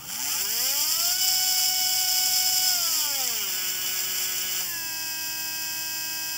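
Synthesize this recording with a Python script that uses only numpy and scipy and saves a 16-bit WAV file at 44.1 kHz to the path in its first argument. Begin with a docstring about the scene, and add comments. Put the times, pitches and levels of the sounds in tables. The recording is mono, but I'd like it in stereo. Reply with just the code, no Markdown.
"""A small brushless motor on a bench tester, close to a two-port microphone in a quiet room.
It starts with a knocking purr and runs up in a rising whine, with hard clacks and a thin climbing hiss.
It holds full speed, slows to half speed with more clacks, then coasts into a smoother, slower idle.
The rotor sings on multiples of its turn rate, its bearings rattle and hiss as impacts ring the case,
and the drive's switching whistles on top; low room air and mains hum lie behind it throughout."""
import sys
import numpy as np
from scipy import signal
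from scipy.fft import rfft, irfft, next_fast_len
from scipy.io import wavfile
from scipy.ndimage import uniform_filter1d

SR = 44100
rng = np.random.default_rng(int(sys.argv[2]) if len(sys.argv) > 2 else 0)


def generate_wav(sig):
    """Save sig (samples, or channels by samples) to the path in sys.argv[1] as 16-bit PCM at SR."""
    pcm = np.round(np.clip(np.atleast_2d(sig).T, -1, 1) * 32767).astype(np.int16)
    wavfile.write(sys.argv[1], SR, pcm)


N = 281225
TIME, FREQS = np.arange(N) / SR, np.fft.rfftfreq(N, 1 / SR)  # seconds, Hz

TOP_SPEED, IDLE_SPEED = 370.7, 160.15  # turns per second
TOP_S, IDLE_S = 1.17, 4.625  # the run-up ends; the rotor coasts down to idle
KNOCK_ANGLE = .66  # where in the turn the rotor strikes, as a share of a turn

# The microphone's two ports. Each row: frequency in Hz, likeness of the ports from 0 to 1,
# phase lead of the right port in radians on top of its delay.
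PORTS = [(100, 0.98, -0.08), (695, 0.76, 2.5), (1214, 0.66, 0), (1494, 0, 2.5), (1915, 0.24, 0.25),
         (2200, 1, 0.5), (2360, 0.77, 0.5), (3090, 0.6, -0.5), (3295, 0.13, -0.5), (3748, 0.98, -0.57),
         (4307, 1, -0.27), (4180, 0.24, 1.5), (4900, 0.73, -0.48), (6620, 0.66, -0.65), (7220, 1, -1.5),
         (8120, 0.76, -3.5), (9500, 0.3, -6), (10800, 0.3, -8), (12300, 0.5, -9), (13000, 0.9, -6.5),
         (14100, 0.4, -8.5), (15200, 0.8, -10.5)]


def amp(db):
    """Amplitude factor of a level in dB."""
    return 10 ** (np.asarray(db) / 20)


def unit(x):
    """The signal brought to rms 1."""
    return x / np.sqrt(np.mean(x ** 2) + 1e-20)


def over_pitch(rows, hz):
    """Each column of a spectrum, read on a log-frequency axis."""
    row_hz, *columns = np.transpose(rows)
    return np.array([np.interp(np.log(hz + 1), np.log(row_hz), column) for column in columns])


def wander(rate_hz):
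    """Smooth chance of rms 1, up to about the given rate."""
    size = next_fast_len(N, True)
    spectrum = rfft(rng.standard_normal(size))
    smoothing = 1 + (np.fft.rfftfreq(size, 1 / SR) / rate_hz) ** 4
    return unit(irfft(spectrum / smoothing, size)[:N])


def port_phase(hz):
    """Phase at the left and right port; sound reaches the left one first."""
    delay_samples = 16
    lead = over_pitch(PORTS, hz)[1] - 2 * np.pi * hz * delay_samples / SR
    return np.array([0 * lead, lead])


def at_ports(a, b):
    """Spectra at both ports from two unrelated noises, shared as far as the ports are alike."""
    same = np.clip(over_pitch(PORTS, FREQS)[0], 0, 1)
    a, b = rfft(a), rfft(b)
    right = same * a + np.sqrt(1 - same ** 2) * b
    return np.array([a, right]) * np.exp(1j * port_phase(FREQS))


def tone(cycles, hz):
    """A sine of rms 1 at both ports."""
    return np.sqrt(2) * np.cos(2 * np.pi * (cycles + rng.random()) + port_phase(hz))


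def set_speed(start_speed=60.2, overshoot_turns_per_s=2.4, overshoot_s=.6, settle_s=.108):
    """Turns per second: straight ramps, a slight overshoot at the top, then a coast down to idle."""
    # The tester's ramps. Each row: start in seconds, end in seconds, turns per second reached.
    ramps = [(0, .42, 189.6), (.42, .69, 268), (.69, 1.17, 370.7), (2.69, 3.2, 265), (3.2, 3.49, 185.2)]
    speed = np.full(N, start_speed)
    for start, end, reached in ramps:
        speed = speed + (reached - speed) * np.clip((TIME - start) / (end - start), 0, 1)
    speed = speed + overshoot_turns_per_s * np.exp(-abs(TIME - TOP_S) / overshoot_s)
    return IDLE_SPEED + (speed - IDLE_SPEED) * np.exp(-np.maximum(TIME - IDLE_S, 0) / settle_s)


def driven_whine(speed, turns, crawl_octave_db=7.5, blur_per_order=0.012, strain_blur=0.25, start_db=11,
                 flutter_hz=20, slip_turns=0.0032, full_strain=200, dip_db=-12, dip_s=0.037):
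    """Rotor orders grow with speed, sweep through the case's resonances and shake with the loose rotor."""
    # Rotor tones under drive, ahead of the case. Each row: multiple of the turn rate, level in dB at full
    # speed, level in dB at half speed, dB added at full strain while the speed ramps.
    driven_orders = [(1, -2, -3.5, 4), (2, 9, 8.5, 0), (3, -4, -5, 6), (4, 4, -12.5, 5.5),
                     (5, -12.5, -10, 12), (6, 7, 1.5, -3), (7, 0, -0.5, 1), (8, 7, 5, -2), (9, 6.5, 0, -1),
                     (10, 8.5, -3, 0), (11, 7, 0, 0.5), (12, 11, -0.5, -2), (13, 6.5, 0, -2.5),
                     (14, 9, -0.5, 1), (15, 7.5, 0, -1.5), (16, 3, 4, -0.5), (17, 1, -5, -11),
                     (18, 5, 5, -3), (19, -8, 3, -1), (20, 3, 0, -17), (21, -3, -7, 3), (22, -1, 1, -4),
                     (23, -2, -4, -10)]
    # Orders that radiate mostly to the left at half speed and below.
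    # Each row: multiple of the turn rate, dB added at the right port.
    leftward_orders = [(2, -7), (4, -4), (8, -10), (11, -3), (18, -7)]
    # How motor case and bench pass the tones. Each row: frequency in Hz, left gain in dB, right gain in dB.
    case_gain = [(125, -57, -59), (204, -58.5, -64), (262, -53.5, -61), (314, -59.5, -56.5),
                 (347, -70, -77), (383, -53.5, -64), (460, -57.5, -59), (525, -52.5, -62), (561, -55, -56),
                 (617, -75, -64), (663, -54, -69), (700, -47, -58), (740, -46, -59), (790, -47.5, -57),
                 (890, -44, -49), (925, -48, -52), (1000, -50.5, -53), (1100, -56.5, -58),
                 (1170, -42.5, -56), (1290, -46, -54.5), (1330, -43.5, -51), (1460, -49, -48.5),
                 (1550, -50, -49.5), (1670, -41.5, -46), (1800, -52, -50.5), (1950, -44, -54),
                 (2080, -48, -51), (2225, -47, -48), (2410, -50.5, -51), (2740, -57, -57), (2840, -49, -50),
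                 (2983, -46, -43), (3110, -44, -46), (3210, -46.5, -49), (3420, -47, -47.5),
                 (3530, -60, -50), (3900, -46, -46.5), (4060, -56, -56), (4270, -56, -52), (4500, -63, -60),
                 (4850, -61, -42.5), (5200, -54, -37.5), (5460, -55, -44.5), (6600, -55, -53),
                 (7340, -59, -39), (8100, -52, -60)]
    # A case mode howls briefly as a tone passes it. Each row: middle in seconds, half length in seconds,
    # frequency in Hz, half width in Hz, lift in dB.
    howl_rows = [(1.16, 0.029, 2990, 220, 4), (1.213, 0.043, 2990, 220, 8.5), (3.02, 0.021, 3050, 100, 2),
                 (3.16, .025, 3300, 80, 7), (3.208, 0.028, 785, 90, 11), (3.438, 0.086, 2960, 150, 5)]
    out = np.zeros((2, N))
    octaves = np.log2(speed / (TOP_SPEED / 2))  # above half speed
    # speeding up or braking loads the rotor unevenly, which shifts the balance of the orders
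    acceleration = abs(np.gradient(set_speed())) * SR  # turns per second, per second
    strain = np.clip(uniform_filter1d(acceleration, SR // 10) / full_strain, 0, 1)
    howls = [(db * np.exp(-((TIME - s) / length) ** 2), hz, width) for s, length, hz, width, db in howl_rows]
    dip = dip_db * np.exp(-((TIME - TOP_S - dip_s / 2) / dip_s) ** 2)  # the main tone dips as the run-up ends
    for order, full_db, half_db, strain_db in driven_orders:
        hz = order * speed
        db = np.interp(octaves, [0, 1], [half_db, full_db])
        db = db + crawl_octave_db * np.minimum(octaves, 0) + strain_db * strain
        db = db + sum(howl * np.exp(-np.minimum(((hz - at) / width) ** 2, 20)) for howl, at, width in howls)
        if order == 2:  # the main tone is clear from the very start
            db = db + dip + start_db * np.interp(speed, [60, 140], [1, 0])
        ports_db = db + over_pitch(case_gain, hz)
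        ports_db[1] += dict(leftward_orders).get(order, 0) * np.interp(octaves, [0, .5], [1, 0])
        # low orders stay nearly pure; a growing share of the higher ones is blurred, more under strain
        blur = np.clip(blur_per_order * max(order - 2, .5) + strain_blur * strain * (order > 4), 0, 1)
        flutter = np.sqrt(1 - blur) + np.sqrt(blur) * wander(flutter_hz)
        angle = turns + slip_turns * wander(flutter_hz)
        out += amp(ports_db) * flutter * tone(order * angle, hz)
    return out


def idle_whine(speed, turns, idle, mode_hz=1690, mode_width_hz=55, mode_db=8.5, slip_turns=0.0016,
               coast_db=-4.0, coast_speed=10, coast_above_hz=2400):
    """Running smoothly, every turn is alike: a tall stack of clean lines, lifted as one glides by a case mode."""
    # Rotor tones at idle. Each row: multiple of the turn rate, left level in dB, right level in dB.
    idle_orders = [(1, -61, -66), (2, -61, -53), (4, -56, -68), (5, -56, -61), (6, -45.5, -56.5),
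                   (7, -70, -64), (8, -58, -57), (9, -54, -72), (10, -39, -46), (11, -57, -57),
                   (12, -47, -46), (13, -59, -62), (14, -58, -59), (16, -42, -43), (17, -60, -65),
                   (18, -55, -57), (19, -54, -53), (20, -49, -47), (21, -61, -60), (22, -58, -58),
                   (23, -59, -60), (24, -49, -49), (25, -55, -55), (26, -53, -53), (27, -57, -50),
                   (28, -56, -57), (29, -58, -54), (30, -55, -46), (31, -65, -51), (32, -56, -46),
                   (33, -62, -46), (34, -61, -43), (35, -60, -43), (36, -54, -44), (37, -61, -46),
                   (38, -60, -45), (39, -57, -45), (40, -56, -44), (42, -58, -55), (43, -60, -54),
                   (44, -58, -48), (45, -60, -45), (46, -58, -45), (47, -57, -50), (48, -54, -54),
                   (49, -56, -56), (50, -49, -62), (51, -57, -56), (52, -53, -60), (53, -54, -75),
                   (54, -56, -72), (55, -55, -75), (56, -57, -75)]
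    # The balls roll at no whole multiple of the shaft.
    # Each row: multiple of the turn rate, left level in dB, right level in dB.
    ball_tones = [(10.55, -57, -64), (12.57, -58, -69), (16.57, -58, -58), (18.55, -58, -55),
                  (20.57, -53, -55), (22.55, -55, -55), (26.55, -54, -49), (28.57, -59, -56),
                  (29.58, -61, -52), (30.59, -53, -37), (31.56, -58, -44), (32.57, -58, -41),
                  (33.58, -61, -48), (34.55, -63, -47), (36.57, -64, -50), (39.56, -73, -54),
                  (40.57, -71, -55), (44.57, -58, -50), (45.58, -60, -50), (46.55, -61, -49),
                  (50.55, -58, -61)]
    out, on = np.zeros((2, N)), idle > 0
    unsettled = np.clip((speed[on] - IDLE_SPEED) / coast_speed, 0, 1)
    cage_turns = turns + slip_turns * wander(6.2)  # the balls slip a little against the shaft
    for rows, angle, peak_db in ((idle_orders, turns, mode_db), (ball_tones, cage_turns, 0)):
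        for order, left_db, right_db in rows:
            hz = order * speed[on]
            lift_db = peak_db * np.exp(-((hz - mode_hz) / mode_width_hz) ** 2)
            # the upper lines stay weak while it still coasts
            lift_db = lift_db + coast_db * unsettled * (order * IDLE_SPEED > coast_above_hz)
            out[:, on] += amp([[left_db], [right_db]]) * amp(lift_db) * tone(order * angle[on], hz)
    return idle * out


def rattle_levels(idle, sway_db=0.54, sway_hz=9, idle_calm=0.43, crawl_speed=150, crawl_db=-14.5):
    """Level in dB of each band of the rattle: it follows speed and run-up current, and sways by chance."""
    # How the bearing rattle follows speed and drive; the rows are body, lower ring, upper ring, hiss, fizz.
    # Each row: level in dB at top speed, dB per octave of speed, dB at full run-up current, dB added at idle.
    rattle_law = [(-28.5, 0.33, 0, -7.5), (-25.5, 8, 6.5, -4.5), (-25.5, 5.5, 3, -5.5), (-25.5, 6, 8, -2),
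                  (-25.5, 5.5, 2, -0.5)]
    # The rattle swells or drops briefly. Each row: middle in seconds, half length in seconds, change in dB.
    swells = [(0.133, 0.041, 3.5), (0.328, 0.037, 1), (0.464, 0.054, -2.5), (1.173, 0.052, -3.5),
              (1.286, 0.0093, 3), (1.754, .03, -2), (2.867, 0.044, -0.8), (2.99, 0.067, 1.5),
              (3.437, 0.028, -1.5), (3.655, 0.031, 2), (3.79, 0.055, -1), (4.21, 0.038, 1.5),
              (4.717, 0.044, 1)]
    speed = set_speed()
    current = np.maximum(1 - speed / TOP_SPEED, 0) * (TIME < TOP_S)  # falls as the rotor gains speed
    # below the crawl speed (turns per second) the rattle dies away, by crawl_db at standstill
    shared_db = crawl_db * np.maximum(1 - speed / crawl_speed, 0)
    shared_db = shared_db + sway_db * (1 - idle_calm * idle) * wander(sway_hz)
    shared_db = shared_db + sum(db * np.exp(-((TIME - s) / length) ** 2) for s, length, db in swells)
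    octaves = np.log2(speed / TOP_SPEED)
    return [shared_db + top_db + octave_db * octaves + current_db * current + idle_db * idle
            for top_db, octave_db, current_db, idle_db in rattle_law]


def rotor_knock(turns, slow_db=10, cruise_db=2, length_turns=0.12):
    """Turning slowly, the rotor shakes the bearings with each knock; speed smooths that away."""
    speed = np.gradient(turns) * SR
    knot_db = [5, slow_db, slow_db, cruise_db, cruise_db, 0]
    strength_db = np.interp(speed, [59.4, 94, 138, 166, 190, 300], knot_db)
    return 1 + (amp(strength_db) - 1) * np.exp(-((turns - KNOCK_ANGLE) % 1) / length_turns)


def worn_track(turns, count=95):
    """Roughness that the balls pass again on every turn, from equally strong harmonics of the turn."""
    size = 4096  # points around the track
    track = irfft(np.r_[0, np.exp(2j * np.pi * rng.random(count))], size)
    return unit(np.interp(turns % 1 * size, np.arange(size), track))


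def impact_force(turns, idle, grain_db=2.0, idle_grain_db=0.5, grain_hz=900, surge_db=0.83, surge_hz=35):
    """Strength of the tiny impacts, bunched by rotor angle and surging as the rotor shifts in its play."""
    # Bunches at fixed rotor angles. Each row: bunches per turn, depth 0-1 under drive, depth 0-1 at idle.
    bunches = [(1, .13, .01), (2, .2, .09), (3, .14, .03), (4, .14, .18), (6, .12, .08), (8, .08, .3),
               (16, 0, .16)]
    grain = (grain_db + (idle_grain_db - grain_db) * idle) * wander(grain_hz)
    surge = surge_db * (1 - 0.7 * idle) * wander(surge_hz)
    force = amp(grain + surge)
    for order, driven, smooth in bunches:
        depth = driven + (smooth - driven) * idle
        force = force * (1 + depth * np.cos(2 * np.pi * (order * turns + rng.random())))
    force = force * (idle + (1 - idle) * rotor_knock(turns))
    force = force / np.sqrt(uniform_filter1d(force ** 2, SR // 6))  # even out the slow level
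    ceiling = np.interp(set_speed(), [160, 300], [6, 2.4])  # at speed no single impact stands far out
    return unit(ceiling * np.tanh(force / ceiling))


def bearings(turns, idle, repeat_share=0.036, cruise_repeat_share=0.11, steady_share=0.14):
    """Dense tiny impacts, partly the same on every turn, ring the case over an even rolling hiss."""
    # The rattle's colour as the case rings. Each row: frequency in Hz, left gain in dB, right gain in dB.
    rattle_colour = [(308, -24, -34), (610, -43, -56), (724, -18, -21.5), (905, -23, -27),
                     (1400, -18.5, -20.5), (1830, -20, -21.5), (2340, -14.5, -16.5), (2850, -16, -18),
                     (2920, -14, -9), (3330, -14, -13), (3580, -17, -16), (4100, -15, -15), (4445, -9, -8),
                     (4940, -13, -1), (5330, -15.5, 0.5), (5710, -24, -3), (5920, -15.5, -3.5),
                     (6800, -13.5, -8.5), (7060, -9.5, -2), (7400, -15, -1.5), (8100, -9.5, -11.5),
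                     (9100, -15, -38), (10430, -16, -34.5), (10820, -9, -20.5), (11500, -12.5, -26),
                     (12100, -10, -22), (12650, -13.5, -13), (13100, -14, -14.5), (13800, -8.5, -18),
                     (14700, -9, -12), (15600, -11, -6.5)]
    force = impact_force(turns, idle)
    driven_repeats = np.interp(set_speed(), [130, 185, 300], [0, cruise_repeat_share, 0])
    repeats = np.clip(repeat_share * idle + (1 - idle) * driven_repeats, 0, 1)
    hits = [force * np.sqrt(1 - repeats) * rng.standard_normal(N) + np.sqrt(repeats) * worn_track(turns)
            for _ in range(2)]
    low = np.interp(FREQS, [3050, 4807], [1.01, 0])
    high = np.interp(FREQS, [7700, 9100], [0, 1.15])
    top = np.interp(FREQS, [12900, 12600], [0, 1.0])  # descending knots: a hard step, kept in this order
    # away from the case's ring, even rolling hiss takes a share
    steady = np.clip(steady_share * (low + top), 0, 1)
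    rolling = at_ports(*rng.standard_normal((2, N)))
    rattle = np.sqrt(1 - steady) * at_ports(*hits) + np.sqrt(steady) * rolling
    low_cut = FREQS ** 2 / (FREQS ** 2 + 200 ** 2)
    rattle = rattle * amp(over_pitch(rattle_colour, FREQS)) * low_cut
    ring, upper = 1 - low - high, np.interp(FREQS, [5300, 5600], [0, 1])
    # body, lower ring, upper ring, hiss, fizz
    shapes = (low, ring * (1 - upper), ring * upper, high - top, top)
    bands = [irfft(rattle * shape, N) for shape in shapes]
    ring_rms = np.std(irfft(rattle.mean(0) * ring, N))
    return sum(amp(db) * band for db, band in zip(rattle_levels(idle), bands)) / ring_rms


def struck_case(since_s, rise_s=0.00035):
    """The case's short ring, of peak 1, given the time since the last blow."""
    # What a knock of the rotor rings in the case.
    # Each row: frequency in Hz, left level in dB, right level in dB, time in seconds to fall by 60 dB.
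    knock_modes = [(2880, -7, -7, 0.0045), (5740, -24, -1, 0.0045), (6020, -13, 0.5, 0.0064),
                   (7300, -7, 1, 0.0067), (10600, -8, -17, .002), (14000, -9, -12, .0015)]
    ring = np.zeros((2, N))
    for hz, left_db, right_db, t60 in knock_modes:
        decay = amp(-60 * since_s / t60)
        swing = np.cos(2 * np.pi * hz * since_s + port_phase(np.array([hz])))
        ring += amp([[left_db], [right_db]]) * decay * swing
    ring = ring * (1 - np.exp(-since_s / rise_s))
    return ring / abs(ring).max()


def knocks(speed, turns):
    """Starting up, the rotor strikes once a turn, a purr that quickens and fades; it also clacks now and then."""
    # Strength of the once-a-turn knock in the run-up. Each row: speed in turns per second, peak in dB.
    purr_strength = [(60, -30), (87, -23), (91, -22), (118, -22), (123, -12), (150, -16.5), (175, -14.5),
                     (210, -53)]
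    # Single harder clacks of the loose rotor. Each row: start in seconds, peak in dB.
    clacks = [(0.383, -15), (.411, -9.5), (.452, -10.5), (0.509, -8), (3.217, -9.5), (3.276, -4.5),
              (3.389, -10), (4.564, -15), (4.607, -11)]
    purr_level = amp(np.interp(speed, *np.transpose(purr_strength))) * (TIME < TOP_S)
    purr = purr_level * struck_case((turns - KNOCK_ANGLE) % 1 / speed)
    start_s, db = np.transpose(clacks)
    last = np.maximum(np.searchsorted(start_s, TIME) - 1, 0)
    return purr + amp(db[last]) * struck_case(np.maximum(TIME - start_s[last], 0))


def sizzle(speed, base_hz=8950, hz_per_speed=15, width_hz=310, attack_s=.02, release_s=0.41, right_db=-6):
    """A thin band of hiss late in the run-up, whose centre rises with the speed."""
    # One row: start in seconds, end in seconds, level in dB.
    start, end, db = (0.49, 1.4, -34.5)
    fade_in = np.clip((TIME - start) / attack_s, 0, 1)
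    fade_out = np.clip((end - TIME) / release_s, 0, 1)
    angle = 2 * np.pi * np.cumsum(base_hz + hz_per_speed * speed) / SR
    bands = [wander(width_hz) * np.cos(angle) + wander(width_hz) * np.sin(angle) for _ in range(2)]
    return amp(db) * fade_in * fade_out * irfft(at_ports(*bands), N) * amp([[0], [right_db]])


def switching(speed, turns, idle, switching_hz=15957, fast_db=-10, right_db=-4):
    """The windings whistle at the switching rate less multiples of the turn rate: lines fall as speed rises."""
    # Whistles below the switching rate, ahead of the fade with speed.
    # Each row: multiple of the turn rate, level in dB under drive, level in dB at idle.
    sidebands = [(2, -33, -35), (4, -37.5, -47), (5, -53, -60), (6, -39, -51), (8, -56, -46),
                 (14, -45, -54)]
    out = np.zeros((2, N))
    fade_db = np.interp(speed, [0, 100, 200, 370], [-12, -4, 0, fast_db])
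    for order, driven_db, idle_db in sidebands:
        level_db = driven_db + (idle_db - driven_db) * idle + fade_db
        out += amp(level_db) * tone(switching_hz * TIME - order * turns, switching_hz - order * speed)
    return out * amp([[0], [right_db]])


def room(level_db=-56, hum_right_db=-7.0):
    """Low steady air as shaped noise, and mains hum as slowly wavering sines."""
    # The room's background. Each row: frequency in Hz, relative level in dB per Hz.
    air_colour = [(20, -21), (45, -1), (65, 0), (100, -0.5), (155, -2), (200, -6), (255, 4), (400, -6.5),
                  (600, -6), (1200, -42), (4000, -40), (15000, -45)]
    # Mains hum. Each row: frequency in Hz, level in dB at the left port.
    hum_lines = [(120, -59.5), (180, -66.5)]
    air = irfft(at_ports(*rng.standard_normal((2, N))) * amp(over_pitch(air_colour, FREQS)), N)
    hum = sum(amp(db + 1.9 * wander(4.3)) * tone(hz * TIME, np.array([hz])) for hz, db in hum_lines)
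    return amp(level_db) * unit(air) + hum * amp([[0], [hum_right_db]])


def scene():
    """One rotor angle plays every layer of the motor, with the room behind."""
    smoothing_s = 0.039  # how soon it runs smoothly once the rotor starts coasting down to idle
    idle = 1 - np.exp(-np.maximum(TIME - IDLE_S, 0) / smoothing_s)  # share 0-1 of smooth idling
    # the speed trembles under drive, in turns per second, and far less at idle
    hunting = (1 - 0.9 * idle) * 0.748 * wander(35.3)
    speed = set_speed() + hunting
    turns = np.cumsum(speed) / SR
    whine = (1 - idle) * driven_whine(speed, turns) + idle_whine(speed, turns, idle)
    rattle = bearings(turns, idle) + knocks(speed, turns)
    return whine + rattle + sizzle(speed) + switching(speed, turns, idle) + room()


def record(dry):
    """The recorder's band limit: a steep low-pass."""
    edge_hz = 15750
    low_pass = signal.firwin(1023, edge_hz, window=("kaiser", 9), fs=SR)
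    return signal.oaconvolve(dry, low_pass[None], "same")


dry = scene()
out = record(dry)
generate_wav(out)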